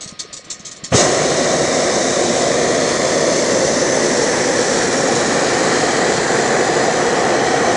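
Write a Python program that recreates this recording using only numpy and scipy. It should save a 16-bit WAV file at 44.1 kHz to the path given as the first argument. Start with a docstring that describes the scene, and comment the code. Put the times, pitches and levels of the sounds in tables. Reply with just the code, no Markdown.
"""Short hisses of gas spit over a fluttering pilot flame, then a whoomp opens one long, roaring blast.
This is a hot-air balloon's propane burner, heard from the basket in open air.
Flame, jet, whoomp and spurts are shaped noise; pilot puffs and a fading hum of the metal are sines.
The microphone turns slowly, so reflections reshape the roar and the jet's hiss is gradually shaded."""
import sys
import numpy as np
from scipy import signal
from scipy.fft import rfft, irfft, next_fast_len
from scipy.io import wavfile
from scipy.ndimage import uniform_filter1d, map_coordinates

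SR = 44100
rng = np.random.default_rng(int(sys.argv[2]) if len(sys.argv) > 2 else 0)


def to_wav(sig):
    """Store sig (one row per channel, or 1-D mono) as 16-bit WAV at the path in sys.argv[1].

    Samples outside -1..1 are clipped; the rate is SR.
    """
    pcm = np.clip(np.atleast_2d(sig), -1, 1) * 32767
    pcm = np.round(pcm).astype(np.int16)
    wavfile.write(sys.argv[1], SR, pcm.T)  # frames by channels


N = 342216

# Noise colours, each rescaled to rms 1 before its layer's level: freq_hz, density_db (relative, per Hz)
ROAR_SPECTRUM = [(15, -44), (28, -35), (60, -20), (105, -15), (148, -5.5), (195, -7.5), (255, -1.5),
                 (315, -4.5), (355, 2), (395, -2.5), (470, 2), (550, 2), (750, -2.5), (950, -13),
                 (1400, -35.5)]
RASP_SPECTRUM = [(600, -22.5), (900, -1.5), (1100, 2.5), (1400, -1.5), (1650, -0.5), (1780, 2.5), (1920, 3),
                 (2090, -1), (2350, -4.5), (2600, -16.5), (3400, -29)]
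HISS_SPECTRUM = [(1500, -23.5), (2500, -8.5), (3100, -6.5), (4100, -3), (4750, -4.5), (5200, -1.5),
                 (6250, 0), (6800, -1.5), (7650, -2.5), (8300, -11), (9900, -17.5), (11000, -54.5)]
THUMP_SPECTRUM = [(25, -34), (70, -14), (105, -3.5), (145, 2), (280, -11), (420, -8), (700, -11),
                  (900, -22), (1150, -18.5), (2200, -25.5), (3000, -27), (8000, -53)]
SPIT_SPECTRUM = [(300, -11), (1000, -19), (2000, -14.5), (2800, -11.5), (4100, -2), (4900, -5), (5800, 2),
                 (7700, -1), (8500, -10), (10000, -22.5)]
PILOT_SPECTRUM = [(25, -11.5), (70, -2.5), (145, 5.5), (250, 6), (400, 4.5), (700, 3.5), (900, -11.5),
                  (1100, 2), (1420, -5), (1900, -0.5), (3000, -5.5), (4300, -2), (5500, -13), (9900, -29)]
# Short spurts of gas before the blast: start_s, level_db, hold_s (counted from the start)
SPURTS = [(.006, -30, 0.034), (0.073, -32.5, 0.019), (0.19, -25.5, 0.016), (0.326, -28.5, .016),
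          (.363, -32.5, 0.015), (0.44, -42, 0.011), (0.499, -26, 0.017), (0.591, -41, .012),
          (0.648, -32.5, 0.015), (.663, -29.5, 0.012), (.711, -31.5, .009), (.759, -38, .011),
          (0.837, -24, .009)]
# Burner metal stirred by the spurts: freq_hz, level_db (when stirred hardest), width_hz
METAL_RING = [(1060, -54, 90), (1890, -46, 200), (2240, -52.5, 21), (3300, -60, 700), (4300, -44.5, 400),
              (5450, -44.5, 240)]
# Soft low puffs of the small flame: start_s, level_db, pitch_hz
PUFFS = [(.06, -27.5, 170), (0.124, -28, 185), (0.249, -31.5, 440), (.393, -33, 534), (.465, -36, 175),
         (0.6, -32, 163), (0.834, -24.5, 188)]
# Where reflections cancel the direct sound (a negative depth is a slight boost):
# freq_before_hz, freq_after_hz, width (natural log of frequency ratio), depth_before_db, depth_after_db
NOTCHES = [(440, 400, 0.063, 4, 0), (864, 593, 0.12, 7, 6.5), (1670, 956, 0.25, 3.5, 3),
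           (2190, 2144, 0.056, -0.5, 4.5), (2570, 3480, 0.091, 3, 1.5)]
# Change of colour when fully shaded: freq_hz, gain_db
SHADE_COLOUR = [(150, 0), (290, -1.5), (440, .5), (540, -0.5), (760, 4), (950, 1.5), (2200, -1.5),
                (2750, 1.5), (4300, -2), (5700, -4.5), (7000, -3), (10000, -4)]

# The main flame flares up as it lights, then burns evenly
LIGHT_S, LIGHT_RISE_S, FLARE_SETTLE_S = 0.92, 0.068, 0.17
ROAR_DB, ROAR_FLARE_DB = -16, 3.5
RASP_DB, RASP_FLARE_DB = -23.8, 5
# The flame gains a little as the microphone comes to face it
FACING_START_S, FACING_LENGTH_S, FACING_ROAR_DB, FACING_RASP_DB = 3.7, 2.3, 0.5, 2.8
# The gas jet opens with a surge, then settles to a steady flow
VALVE_OPEN_S, JET_RISE_S, JET_RISE_DB = 0.904, 0.054, 29
JET_DB, SURGE_DB, SURGE_HOLD_S, SURGE_SETTLE_S = -23.5, 7.5, 0.053, 0.042
WHISTLE_S, WHISTLE_SPREAD_S, WHISTLE_DB = 3.75, 0.73, -32.5
# The cloud of gas catches fire
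IGNITION_S, WHOOMP_RISE_S, WHOOMP_HOLD_S, WHOOMP_T60_S, WHOOMP_DB = 0.914, 0.019, 0.017, 0.11, -8.5
SPURT_RISE_S, SPURT_T60_S, RING_T60_S = 0.0053, 0.13, 0.57
# The microphone swings round, then the jet falls into shade
SWING_START_S, SWING_LENGTH_S = 1.95, 4.1
SHADE_START_S, SHADE_LENGTH_S = 4.78, 2.6
TOP_HZ = 10080
FRAME = 2048  # samples per spectral frame, half overlapped


def flame():
    """Large eddies roar; small ones rasp, in quick flickers as pockets of gas burn."""
    t = clock()
    flare = settling(t, LIGHT_S + LIGHT_RISE_S, FLARE_SETTLE_S)
    facing = eased(t, FACING_START_S, FACING_LENGTH_S)
    roar_db = ROAR_DB + ROAR_FLARE_DB * flare + FACING_ROAR_DB * facing
    rasp_db = RASP_DB + RASP_FLARE_DB * flare + FACING_RASP_DB * facing
    flicker = wobble(160)  # shared, so roar and rasp flicker together
    roar = amp(roar_db + 0.5 * flicker + 0.26 * wobble(8.1)) * rush(ROAR_SPECTRUM)
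    rasp = amp(rasp_db + 0.51 * flicker + 0.52 * wobble(12)) * rush(RASP_SPECTRUM)
    return ramp(t, LIGHT_S, LIGHT_RISE_S) * (roar + rasp)


def jet():
    """Gas surges from the nozzles, settles to an even hiss and whistles faintly for a moment."""
    t = clock()
    opening = ramp(t, VALVE_OPEN_S, JET_RISE_S)
    surge = settling(t, VALVE_OPEN_S + JET_RISE_S + SURGE_HOLD_S, SURGE_SETTLE_S)
    level_db = JET_DB + SURGE_DB * surge - JET_RISE_DB * (1 - opening)
    hiss = amp(level_db + 0.8 * wobble(220) + 0.49 * wobble(15)) * rush(HISS_SPECTRUM)
    swell = np.exp(-((t - WHISTLE_S) / WHISTLE_SPREAD_S) ** 2)
    whistle = amp(WHISTLE_DB) * swell * singing(6190, width_hz=260)
    return (hiss + whistle) * (t > VALVE_OPEN_S)


def ignition():
    """The gathered gas burns all at once in a low whoomp."""
    t = clock()
    age = np.maximum(t - IGNITION_S - WHOOMP_RISE_S - WHOOMP_HOLD_S, 0)
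    decay = amp(WHOOMP_DB - 60 * age / WHOOMP_T60_S)
    return eased(t, IGNITION_S, WHOOMP_RISE_S) * decay * rush(THUMP_SPECTRUM)


def spurt_power(t60_s):
    """Summed power of all the spurts, each dying away over t60_s."""
    t = clock()
    return sum((amp(level_db) * burst(t, start_s, SPURT_RISE_S, hold_s, t60_s)) ** 2
               for start_s, level_db, hold_s in SPURTS)


def spurts():
    """Each spurt of gas opens fast, holds briefly and bleeds away; the metal rings on."""
    sputter = amp(1.9 * wobble(500) + 0.6 * wobble(90))
    spit = rippled(rush(SPIT_SPECTRUM), patchy_db=4.0, frames=6)
    hiss = np.sqrt(spurt_power(SPURT_T60_S)) * sputter * spit
    ring_power = spurt_power(RING_T60_S)
    ring = sum(amp(level_db) * singing(freq_hz, width_hz) for freq_hz, level_db, width_hz in METAL_RING)
    return hiss + np.sqrt(ring_power / ring_power.max()) * ring


def pilot():
    """The small flame flutters as soft noise and puffs in short, low sine swells."""
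    t = clock()
    out = amp(-42.0 + 1.5 * wobble(15)) * rush(PILOT_SPECTRUM)
    for start_s, level_db, pitch_hz in PUFFS:
        age = np.maximum(t - start_s, 0)
        swell = age / 0.0023  # the puff peaks 2.3 ms after it starts
        out += amp(level_db) * swell * np.exp(1 - swell) * np.sin(2 * np.pi * pitch_hz * age)
    return out


def metal_hum(freq_hz, level_db, t60_s):
    """One clear mode of the metal hums faintly, wavers and dies away from the start."""
    t = clock()
    level = amp(level_db - 60 * t / t60_s + 2 * wobble(14))
    return level * np.sin(2 * np.pi * freq_hz * t + 0.25 * wobble(27))


def turning(x):
    """As the microphone turns, the notches of near reflections slide and the treble falls into shade."""
    hz, t, frames = signal.stft(x, SR, nperseg=FRAME)
    swing = eased(t, SWING_START_S, SWING_LENGTH_S)
    shade = eased(t, SHADE_START_S, SHADE_LENGTH_S)
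    gain_db = np.outer(curve_db(SHADE_COLOUR, hz), shade)
    for before_hz, after_hz, width, before_db, after_db in NOTCHES:
        centre_hz = before_hz * (after_hz / before_hz) ** swing
        depth_db = before_db + (after_db - before_db) * swing
        distance = np.log((hz[:, None] + 1) / centre_hz) / width
        gain_db -= depth_db * np.exp(-distance ** 2)
    return signal.istft(frames * amp(gain_db), SR, nperseg=FRAME)[1][:N]


def rippled(x, patchy_db, frames):
    """Random ripples of colour, growing up to 3 kHz, each lasting about the given count of frames."""
    hz, _, z = signal.stft(x, SR, nperseg=FRAME)
    ripple = uniform_filter1d(rng.standard_normal(z.shape), size=9, axis=0)  # smooth over frequency
    ripple = uniform_filter1d(ripple, size=frames, axis=1)  # smooth over time
    gain_db = patchy_db * unit(ripple) * np.clip(hz / 3000, 0, 1)[:, None]
    return signal.istft(z * amp(gain_db), SR, nperseg=FRAME)[1][:N]


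def rush(spectrum):
    """Turbulent noise of rms 1 with the given spectrum."""
    return unit(filtered(rng.standard_normal(N), lambda hz: amp(curve_db(spectrum, hz))))


def singing(centre_hz, width_hz):
    """Noise through a narrow resonance, as when flow makes a part sing, rms 1."""
    return unit(filtered(rng.standard_normal(N), lambda hz: 1 / (1 + (2 * (hz - centre_hz) / width_hz) ** 2)))


def curve_db(table, hz):
    """Reads a frequency and dB table between its points, on a log frequency scale."""
    freq_hz, db = np.transpose(table)
    return np.interp(np.log(hz + 1), np.log(freq_hz), db)


def filtered(x, response):
    """Filters x by a gain that depends on frequency."""
    m = next_fast_len(N + 8192)  # padding for the filter's tail
    return irfft(rfft(x, m) * response(np.fft.rfftfreq(m, 1 / SR)), m)[:N]


def wobble(rate):
    """A smooth random curve through rate random points a second."""
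    points = rng.standard_normal(int(N * rate / SR) + 4)
    return map_coordinates(points, [clock() * rate])


def burst(t, start, rise, hold, t60):
    """Gain that rises, holds until hold seconds after the start, and dies away."""
    return ramp(t, start, rise) * amp(-60 * np.maximum(t - start - hold, 0) / t60)


def settling(t, start, settle):
    """Stays at 1 until start, then relaxes towards 0."""
    return np.exp(-np.maximum(t - start, 0) / settle)


def eased(t, start, length):
    """Rises from 0 to 1 with a soft start and stop."""
    return 0.5 - 0.5 * np.cos(np.pi * ramp(t, start, length))


def ramp(t, start, length):
    """Rises evenly from 0 to 1."""
    return np.clip((t - start) / length, 0, 1)


def clock():
    """Time of every sample in seconds."""
    return np.arange(N) / SR


def amp(db):
    """Decibels to gain."""
    return 10 ** (np.asarray(db) / 20)


def unit(x):
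    """Scale to rms 1."""
    return x / np.sqrt(np.mean(x ** 2) + 1e-20)


def scene():
    """The burner is one close source, alike in both channels; only the blast is reshaped by the turn."""
    blast = turning(rippled(flame() + jet(), patchy_db=1.96, frames=40))
    hum = metal_hum(freq_hz=1243, level_db=-47.5, t60_s=8)
    burner = blast + ignition() + spurts() + pilot() + hum
    return np.array([burner, burner])


def record(dry):
    """Rounds off the highest peaks, then removes the treble above a steep band limit."""
    ceiling = 0.69
    rounded = dry / (1 + np.abs(dry / ceiling) ** 8) ** (1 / 8)

    def band_limit(hz):
        """Falls from 1 to 0 over 120 Hz, centred on TOP_HZ."""
        return np.clip((TOP_HZ - hz) / 120 + 0.5, 0, 1)

    return np.array([filtered(side, band_limit) for side in rounded])


dry = scene()
out = record(dry)
to_wav(out)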